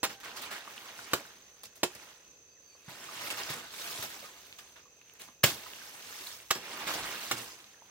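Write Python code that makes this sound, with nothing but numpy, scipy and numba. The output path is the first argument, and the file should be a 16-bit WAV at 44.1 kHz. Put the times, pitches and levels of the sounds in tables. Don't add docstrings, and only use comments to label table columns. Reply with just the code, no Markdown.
import sys
import numpy as np
from scipy import signal
from scipy.fft import rfft, irfft
from scipy.io import wavfile
from scipy.ndimage import uniform_filter1d
from numba import njit

SR = 44100
rng = np.random.default_rng(int(sys.argv[2]) if len(sys.argv) > 2 else 0)


def persist_wave(psi):
    counts = np.round(np.clip(psi, -1, 1) * 32767).astype(np.int16)
    wavfile.write(sys.argv[1], SR, np.atleast_2d(counts).T)


def gain_from_db(level_db):
    decades = np.asarray(level_db, float) / 20
    return 10 ** decades


N = 348522


def colour(table, hz):
    table_hz, table_db = np.transpose(table)
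    return np.interp(np.log(hz), np.log(table_hz), table_db)


def walk(rate_hz):
    hold = int(SR / rate_hz)
    steps = np.repeat(rng.standard_normal(N // hold + 1), hold)
    return 0.77 * uniform_filter1d(uniform_filter1d(steps, hold), hold)[:N]


@njit
def ring(start, hz, tau, rise, size):
    out = np.zeros(N)
    for k in range(len(start)):
        s = 2j * np.pi * hz[k] / SR - 1 / (tau[k] * SR)
        first = int(np.ceil(start[k]))
        z = size[k] * np.exp(s * (first - start[k]))
        turn = np.exp(s)
        held = np.exp((start[k] - first) / (rise[k] * SR))
        release = np.exp(-1 / (rise[k] * SR))
        for i in range(max(first, 0), min(first + int(6 * tau[k] * SR) + 2, N)):
            out[i] += z.imag * (1 - held)
            z *= turn
            held *= release
    return out


# time_s, left_lag_us (positive: the left port hears it later)
ACTION_SIDE = [(0, 88), (2.4, 90), (2.8, -61), (4, -120), (5.4, -42), (6.1, -150), (6.45, 76), (7.9, 95.5)]


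def ports(start_s, hz, tau_s, rise_s, size, scatter_us):
    lag_s = (np.interp(start_s, *np.transpose(ACTION_SIDE)) + scatter_us) / 1e6
    return np.array([ring((start_s + side * lag_s / 2) * SR, hz, tau_s, rise_s, size) for side in (1, -1)])


# lowest_hz, highest_hz
GRAIN_RANGE = (50, 16000)


def grain_hz(share):
    lowest_hz, highest_hz = GRAIN_RANGE
    return lowest_hz * (highest_hz / lowest_hz) ** np.sqrt(share)


# thud_hz, body_hz, edge_hz
REGION_CENTRES = (160, 1400, 10500)


def crackles(start_s, levels_db, shape, chance, per_second, cycles, uneven_db, spread_us):
    pitch_chance, size_chance, sign_chance, side_chance, _ = chance
    hz = grain_hz(pitch_chance)
    octaves = np.log2(GRAIN_RANGE[1] / GRAIN_RANGE[0])
    per_octave = per_second * 2 * np.sqrt(pitch_chance) / octaves
    place = np.interp(np.log(hz), np.log(REGION_CENTRES), np.arange(3))
    level_db = sum(np.maximum(1 - abs(place - k), 0) * levels_db[k] for k in range(3))
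    level_db = level_db + colour(shape, hz)
    tau_s = cycles / hz + 0.000088
    luck = gain_from_db(-uneven_db * np.log(0.02 + size_chance)) * np.sign(sign_chance - 0.5)
    luck = luck / np.sqrt(np.mean(luck ** 2))
    size = gain_from_db(level_db) * luck * np.sqrt(12 / (per_octave * tau_s))
    return ports(start_s, hz, tau_s, tau_s, size, spread_us * (2 * side_chance - 1))


# start_s, body_db, thud_db (over body), sink_ms, cut_ms, stalk_hz (pitch favoured by the spot struck),
# blade_db (over body, before a common trim), blade_hz (pitch favoured)
BLOWS = [(0.03, -31, 1.5, 1.02, 20.4, 780, -4, 2000), (1.133, -22.5, 6, 1.06, 2, 970, -30, 11600),
         (1.831, -26, 10, 0.79, 6.4, 460, -22, 7300), (5.433, -18.5, -18, 4.74, 5.8, 200, -18, 3500),
         (6.505, -23, -19, 4, 2.8, 1150, -19, 4250), (7.311, -30, -13, 1.325, 8.9, 1340, -15, 2660)]
# pitch_hz, level_db (per octave)
FIBRE_COLOUR = [(50, -44), (160, -31.5), (400, -3), (1400, -2.5), (3000, 4.5), (5000, 4.5), (8000, 7),
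                (11000, 3.5), (16000, 11)]
# pitch_hz, level_db, t60_s
STALK_MODES = [(158, -9, 0.1), (363.4, -5.5, 0.098), (520, -5, 0.039), (780, -9.5, 0.034), (890, -5, 0.035),
               (1130, -2.5, 0.033), (1396, -2.5, 0.029)]
# pitch_hz, level_db, t60_s
BLADE_MODES = [(786, -8, 0.63), (1560, -10, 0.49), (2660, -1, 0.14), (4250, 1.5, 0.19), (4890, 0, 0.27),
               (5420, 0, 0.3), (7300, 12, 0.15), (11600, -12, 0.085)]


def chops(count=2500, window_s=0.08):
    edge_db, blade_trim_db = -8, -4
    stalk_ring_db, softer_db_per_ms = 10.5, 2.5
    out = 0
    for start_s, body_db, thud_db, sink_ms, cut_ms, stalk_hz, blade_db, blade_hz in BLOWS:
        chance = rng.random((count, 5)).T
        ms = 1000 * window_s * chance[4]
        sinking_db = -14 * np.maximum(1 - ms / sink_ms, 0)
        dying_db = -1.62 * np.maximum(ms - sink_ms - cut_ms, 0)
        levels_db = [body_db + over_db + (sinking_db + dying_db) for over_db in (thud_db, 0, edge_db)]
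        out = out + crackles(start_s + ms / 1000, levels_db, FIBRE_COLOUR, chance, count / window_s,
                             cycles=0.78, uneven_db=4.0, spread_us=29)
        bite_s = start_s + sink_ms / 1000
        stalk_db = body_db + stalk_ring_db - softer_db_per_ms * sink_ms
        out = out - struck(STALK_MODES, bite_s, stalk_db, stalk_hz, fall_db=6)
        steel = np.repeat(BLADE_MODES, 3, axis=0)
        out = out - struck(steel, bite_s, body_db + blade_db + blade_trim_db, blade_hz, fall_db=7)
    return out


def struck(modes, bite_s, level_db, near_hz, fall_db):
    hz, mode_db, t60_s = np.transpose(modes)
    size = gain_from_db(level_db + mode_db - fall_db * abs(np.log2(hz / near_hz)))
    hz = hz * (1 + 0.006 * rng.standard_normal(len(hz)))
    return ports(np.full(len(hz), bite_s), hz, t60_s / np.log(1000), 0.19 / hz, size, 0)


# start_s, swell_s, hold_s, body_db, edges_db (dry edges over body)
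LEAF_MOVES = [(0.168, 0.23, 0.098, -48.5, -14), (0.59, 0.075, 0.54, -52.5, -6), (1.3, 0.13, 0.48, -69, -5),
              (1.838, 0.015, 0.2, -56.5, -5), (2.544, 0.23, .05, -70, -1), (2.837, 0.56, 0.13, -44.5, -5),
              (3.7, .14, 0.15, -47, 1), (4.082, 0.044, 0.12, -54, -2.5), (4.306, 0.083, 0.27, -65, 1),
              (4.865, 0.23, 0.17, -69, -2.5), (5.445, 0.025, 0.64, -54.5, -1), (6.048, 0.18, 0.069, -54, 4),
              (6.523, 0.28, 0.2, -42, -9.5), (6.99, 0.065, 0.11, -46.5, -3.5),
              (7.176, 0.063, 0.1, -48.5, -0.5), (7.5, .05, 0.44, -65.5, -8)]
# start_s, length_s, body_db,
# stems_db (heavy stems over body), edges_db (dry edges over body)
LEAF_CRUNCHES = [(0.05, 0.021, -45.5, 0, -13), (0.091, 0.028, -48.5, -5, -4.5), (0.2, 0.013, -55.5, 1, 1.5),
                 (0.23, 0.047, -44, -11, -9.5), (0.359, 0.029, -50, -30.5, 1),
                 (0.415, 0.022, -47.5, -19, 0.5), (0.455, 0.011, -58, -16.5, -4),
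                 (0.504, 0.05, -42, -29, -8.5), (1.11, 0.024, -49.5, -2, -6), (1.14, 0.052, -51, -1, -5),
                 (1.632, 0.0071, -55, 1.5, 10), (1.652, 0.0078, -60.5, 3, 11), (1.754, 0.016, -67, 4, 10.5),
                 (1.949, 0.006, -55.5, 12, 7), (2.875, .05, -51.5, -6, -7.5),
                 (3.205, 0.036, -46.5, -7, -0.5), (3.302, 0.016, -40, -15.5, -4),
                 (3.37, 0.033, -42, -16.5, -11), (3.495, 0.026, -43, -3, 0.5), (4.022, 0.02, -44, -3, 1.5),
                 (4.14, .02, -55, -5, -2), (4.585, 0.013, -50.5, -31, -4.5),
                 (4.755, 0.024, -55, -25.5, -11.5), (5.15, 0.012, -61, -12, -5),
                 (5.192, 0.036, -55, -4, 0.5), (5.275, 0.011, -58.5, 2, -17), (5.439, 0.035, -36, -1, 3),
                 (6.549, 0.014, -40.5, 0.5, -4), (6.865, 0.045, -37.5, -5.5, -5.5),
                 (6.935, 0.023, -48, 9, 5), (7.32, 0.014, -48, 11.5, -2), (7.361, 0.061, -49, 0, 2)]
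# stems_db, body_db, edges_db
RESTLESS_LEVELS = (-78, -82, -82)


def motion(s):
    move_stems_db, move_fade_db_per_s, swell_power = -8.5, 62, 0.75
    crunch_swell, crunch_hold, crunch_fade_db = 0.16, 0.35, 6
    rows = [(start_s, swell_s, hold_s, body_db, move_stems_db, edges_db, move_fade_db_per_s)
            for start_s, swell_s, hold_s, body_db, edges_db in LEAF_MOVES]
    rows += [(start_s, crunch_swell * length_s, crunch_hold * length_s, *levels_db, crunch_fade_db / length_s)
             for start_s, length_s, *levels_db in LEAF_CRUNCHES]
    power = np.outer(gain_from_db(RESTLESS_LEVELS) ** 2, np.ones(len(s)))
    for start_s, swell_s, hold_s, body_db, stems_db, edges_db, fade_db_per_s in rows:
        swell = np.clip((s - start_s) / swell_s, 0, 1) ** swell_power
        faded_db = fade_db_per_s * np.maximum(s - start_s - swell_s - hold_s, 0)
        gain = swell * gain_from_db(body_db - faded_db)
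        power = power + np.outer(gain_from_db(np.array([stems_db, 0, edges_db])), gain) ** 2
    return 10 * np.log10(power)


# pitch_hz, level_db (per octave)
LEAF_COLOUR = [(50, -22.5), (160, -7), (400, -4.5), (1400, 0.5), (3000, 4), (5000, 4.5), (8000, 2.5),
               (11000, 0), (16000, 6)]
# rate_per_s, share_db, ring_cycles (time constant, in periods), uneven_db
LEAF_GRAINS = [(13170, -1, 1.34, 0), (900, -9, 3.9, 2.5), (250, -12, 3.5, 3.5)]


def leaves(patches=14):
    flares = np.array([walk(40) for _ in range(patches)])
    clumps_db = 0.8 * walk(33) + 1.44 * walk(110)
    out = 0
    for per_second, share_db, cycles, uneven_db in LEAF_GRAINS:
        chance = rng.random((int(per_second * N / SR), 5)).T
        start_s = chance[4] * N / SR
        at = (start_s * SR).astype(int)
        patch = (np.sqrt(chance[0]) * patches).astype(int)
        levels_db = motion(start_s) + share_db + clumps_db[at] + 2.0 * flares[patch, at]
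        out = out + crackles(start_s, levels_db, LEAF_COLOUR, chance, per_second, cycles, uneven_db, spread_us=173)
    return out


# start_s, level_db, pitch_hz, ring_cycles (time constant, in periods)
SINGLE_SNAPS = [(0.676, -37, 1160, 5.3), (0.779, -30, 3000, 2.8), (0.991, -28.5, 1420, 2.8),
                (1.635, -32, 4700, 1.1), (1.951, -35, 5100, 1), (2.751, -57.5, 510, 4.3),
                (2.752, -57, 1090, 6.4), (2.88, -45, 157, 3.2), (3.09, -34, 1130, 3.7),
                (3.303, -22, 2620, 2.8), (3.313, -26, 3100, 2.5), (3.435, -22, 4950, 2.2),
                (3.5, -40.5, 149, 2.9), (3.99, -45, 126.1, 1.9), (4.228, -46, 556, 6.3),
                (4.527, -26, 3500, 0.86), (4.856, -60, 1130, 28), (5.015, -39.5, 2580, 2.5),
                (5.097, -39, 2900, 2.2), (5.137, -36, 13000, 1.9), (5.219, -20, 9050, .8),
                (5.287, -37.5, 1130, 1.4), (5.438, -10, 3000, 1.7), (5.438, -18, 150, 1.06),
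                (5.4405, -20, 520, 1.9), (5.663, -40, 1255, 6), (5.735, -27, 3065, 1.2),
                (6.126, -34, 1670, 3.4), (6.27, -28.5, 4020, 6.4), (6.402, -35, 2660, 1.7),
                (6.888, -23, 2270, 1.1), (7.327, -46, 130, 0.69), (7.603, -40.5, 3230, 4.5),
                (7.643, -34, 4000, 1.5), (7.743, -50, 1750, 4.3), (7.821, -44, 900, 2.8)]


def snaps(count=24):
    ticks, tick_db, tick_hz = 30, -49, 9000
    when, loud, tune = rng.random((ticks, 3)).T
    faint = zip(when * N / SR, tick_db + 10 * (loud - 0.5), tick_hz * 2 ** (2 * tune - 1.3), np.ones(ticks))
    splinter = np.arange(count) > 0
    out = []
    for start_s, level_db, hz, cycles in [*SINGLE_SNAPS, *faint]:
        late, wide = rng.exponential(size=count), rng.standard_normal(count)
        scatter_us = np.full(count, 60 * rng.standard_normal())
        pitch_hz = np.clip(hz * 2 ** (1.64 * wide * splinter / cycles), 0.824 * hz, GRAIN_RANGE[1])
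        size = gain_from_db(level_db - splinter * (18.0 + 2.5 * late))
        begin_s = start_s + 0.003 * late ** 2 * splinter
        out.append((begin_s, pitch_hz, cycles / pitch_hz, 0.3 / pitch_hz, size, scatter_us))
    return ports(*np.concatenate(out, axis=1))


def foliage(x):
    t60_s, level_db = 0.14, -10
    t = np.arange(SR // 4) / SR
    haze = rng.standard_normal((2, len(t))) * gain_from_db(-60 * t / t60_s) * np.minimum(t / 0.0027, 1)
    both = haze.mean(axis=0)
    haze = both + signal.sosfilt(signal.butter(1, 600, "high", fs=SR, output="sos"), haze - both)
    haze = signal.sosfilt(signal.butter(1, (250, 14000), "band", fs=SR, output="sos"), haze)
    haze = haze / np.sqrt(np.sum(haze ** 2) / 2)
    return gain_from_db(level_db) * signal.fftconvolve(x, haze, axes=1)[:, :N]


# start_s, length_s, from_hz, to_hz (before the final droop), level_db
BIRD_NOTES = [(2.465, .09, 4750, 4620, -68), (2.545, .05, 2250, 1600, -70), (2.61, .165, 4740, 4460, -65),
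              (2.81, .17, 4680, 4450, -65), (2.69, .06, 2500, 2350, -71)]


def bird():
    out = np.zeros(N)
    for start_s, length_s, from_hz, to_hz, level_db in BIRD_NOTES:
        part = np.clip((np.arange(N) / SR - start_s) / length_s, 0, 1)
        hz = from_hz + (to_hz - from_hz) * (part + 0.2 * part ** 8) + 15 * walk(90)
        swell = np.sqrt(2 * np.sin(np.pi * part ** 2))
        out += gain_from_db(level_db + 1.5 * walk(60)) * swell * np.sin(2 * np.pi * np.cumsum(hz) / SR)
    return out * np.array([[1], [0.8]])


# pitch_hz, spread_hz, ring_s (time constant), level_db (rms)
INSECT_KINDS = [(6182, 112, 0.0029, -62), (2580, 34, 0.0032, -73.5)]


def insects(count=9000):
    out = 0
    for hz, spread_hz, ring_s, level_db in INSECT_KINDS:
        start_s = rng.random(count) * N / SR
        tune, lag = rng.standard_normal((count, 2)).T
        tau_s = np.full(count, ring_s)
        chorus = ports(start_s, hz + spread_hz * tune, tau_s, tau_s, np.ones(count), 150 * lag)
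        chorus = chorus * gain_from_db(0.8 * walk(3.14))
        out = out + gain_from_db(level_db) * chorus / np.sqrt(np.mean(chorus ** 2))
    return out


# pitch_hz, level_db (per Hz)
AIR_COLOUR = [(25, 2), (60, -1), (230, -10), (500, -2.5), (750, -14), (2000, -15), (4500, -13),
              (7500, -12.5), (9000, -38), (12000, -25), (16000, -23)]


def air(level_db=-64.5):
    hz = np.maximum(np.fft.rfftfreq(N, 1 / SR), 1)
    mid, side = rfft(rng.standard_normal((2, N))) * gain_from_db(colour(AIR_COLOUR, hz))
    wide = np.minimum(hz / 2500, 1)
    spectra = np.array([mid + wide * side, mid - wide * side]) / np.sqrt(1 + wide ** 2)
    hum = irfft(spectra, N) * gain_from_db(1.2 * walk(3.7) + 1.5 * walk(15))
    return gain_from_db(level_db) * hum / np.sqrt(np.mean(hum ** 2))


def scene():
    near = chops() + leaves() + snaps()
    return near + foliage(near) + insects() + bird() + air()


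def top_cut(x):
    return signal.sosfilt(signal.butter(12, 16810, fs=SR, output="sos"), x)


def record(dry):
    right_db, shade_hz, top_hz = 3, 7500, 15850
    below = signal.sosfilt(signal.butter(1, shade_hz, fs=SR, output="sos"), dry)
    mix = dry + below * (gain_from_db([[-right_db / 2], [right_db / 2]]) - 1)
    mix = signal.sosfilt(signal.butter(2, 70, "high", fs=SR, output="sos"), mix)
    mix = signal.sosfilt(signal.ellip(6, 0.3, 25, top_hz, fs=SR, output="sos"), mix)
    return top_cut(mix)


dry = scene()
out = record(dry)
persist_wave(out)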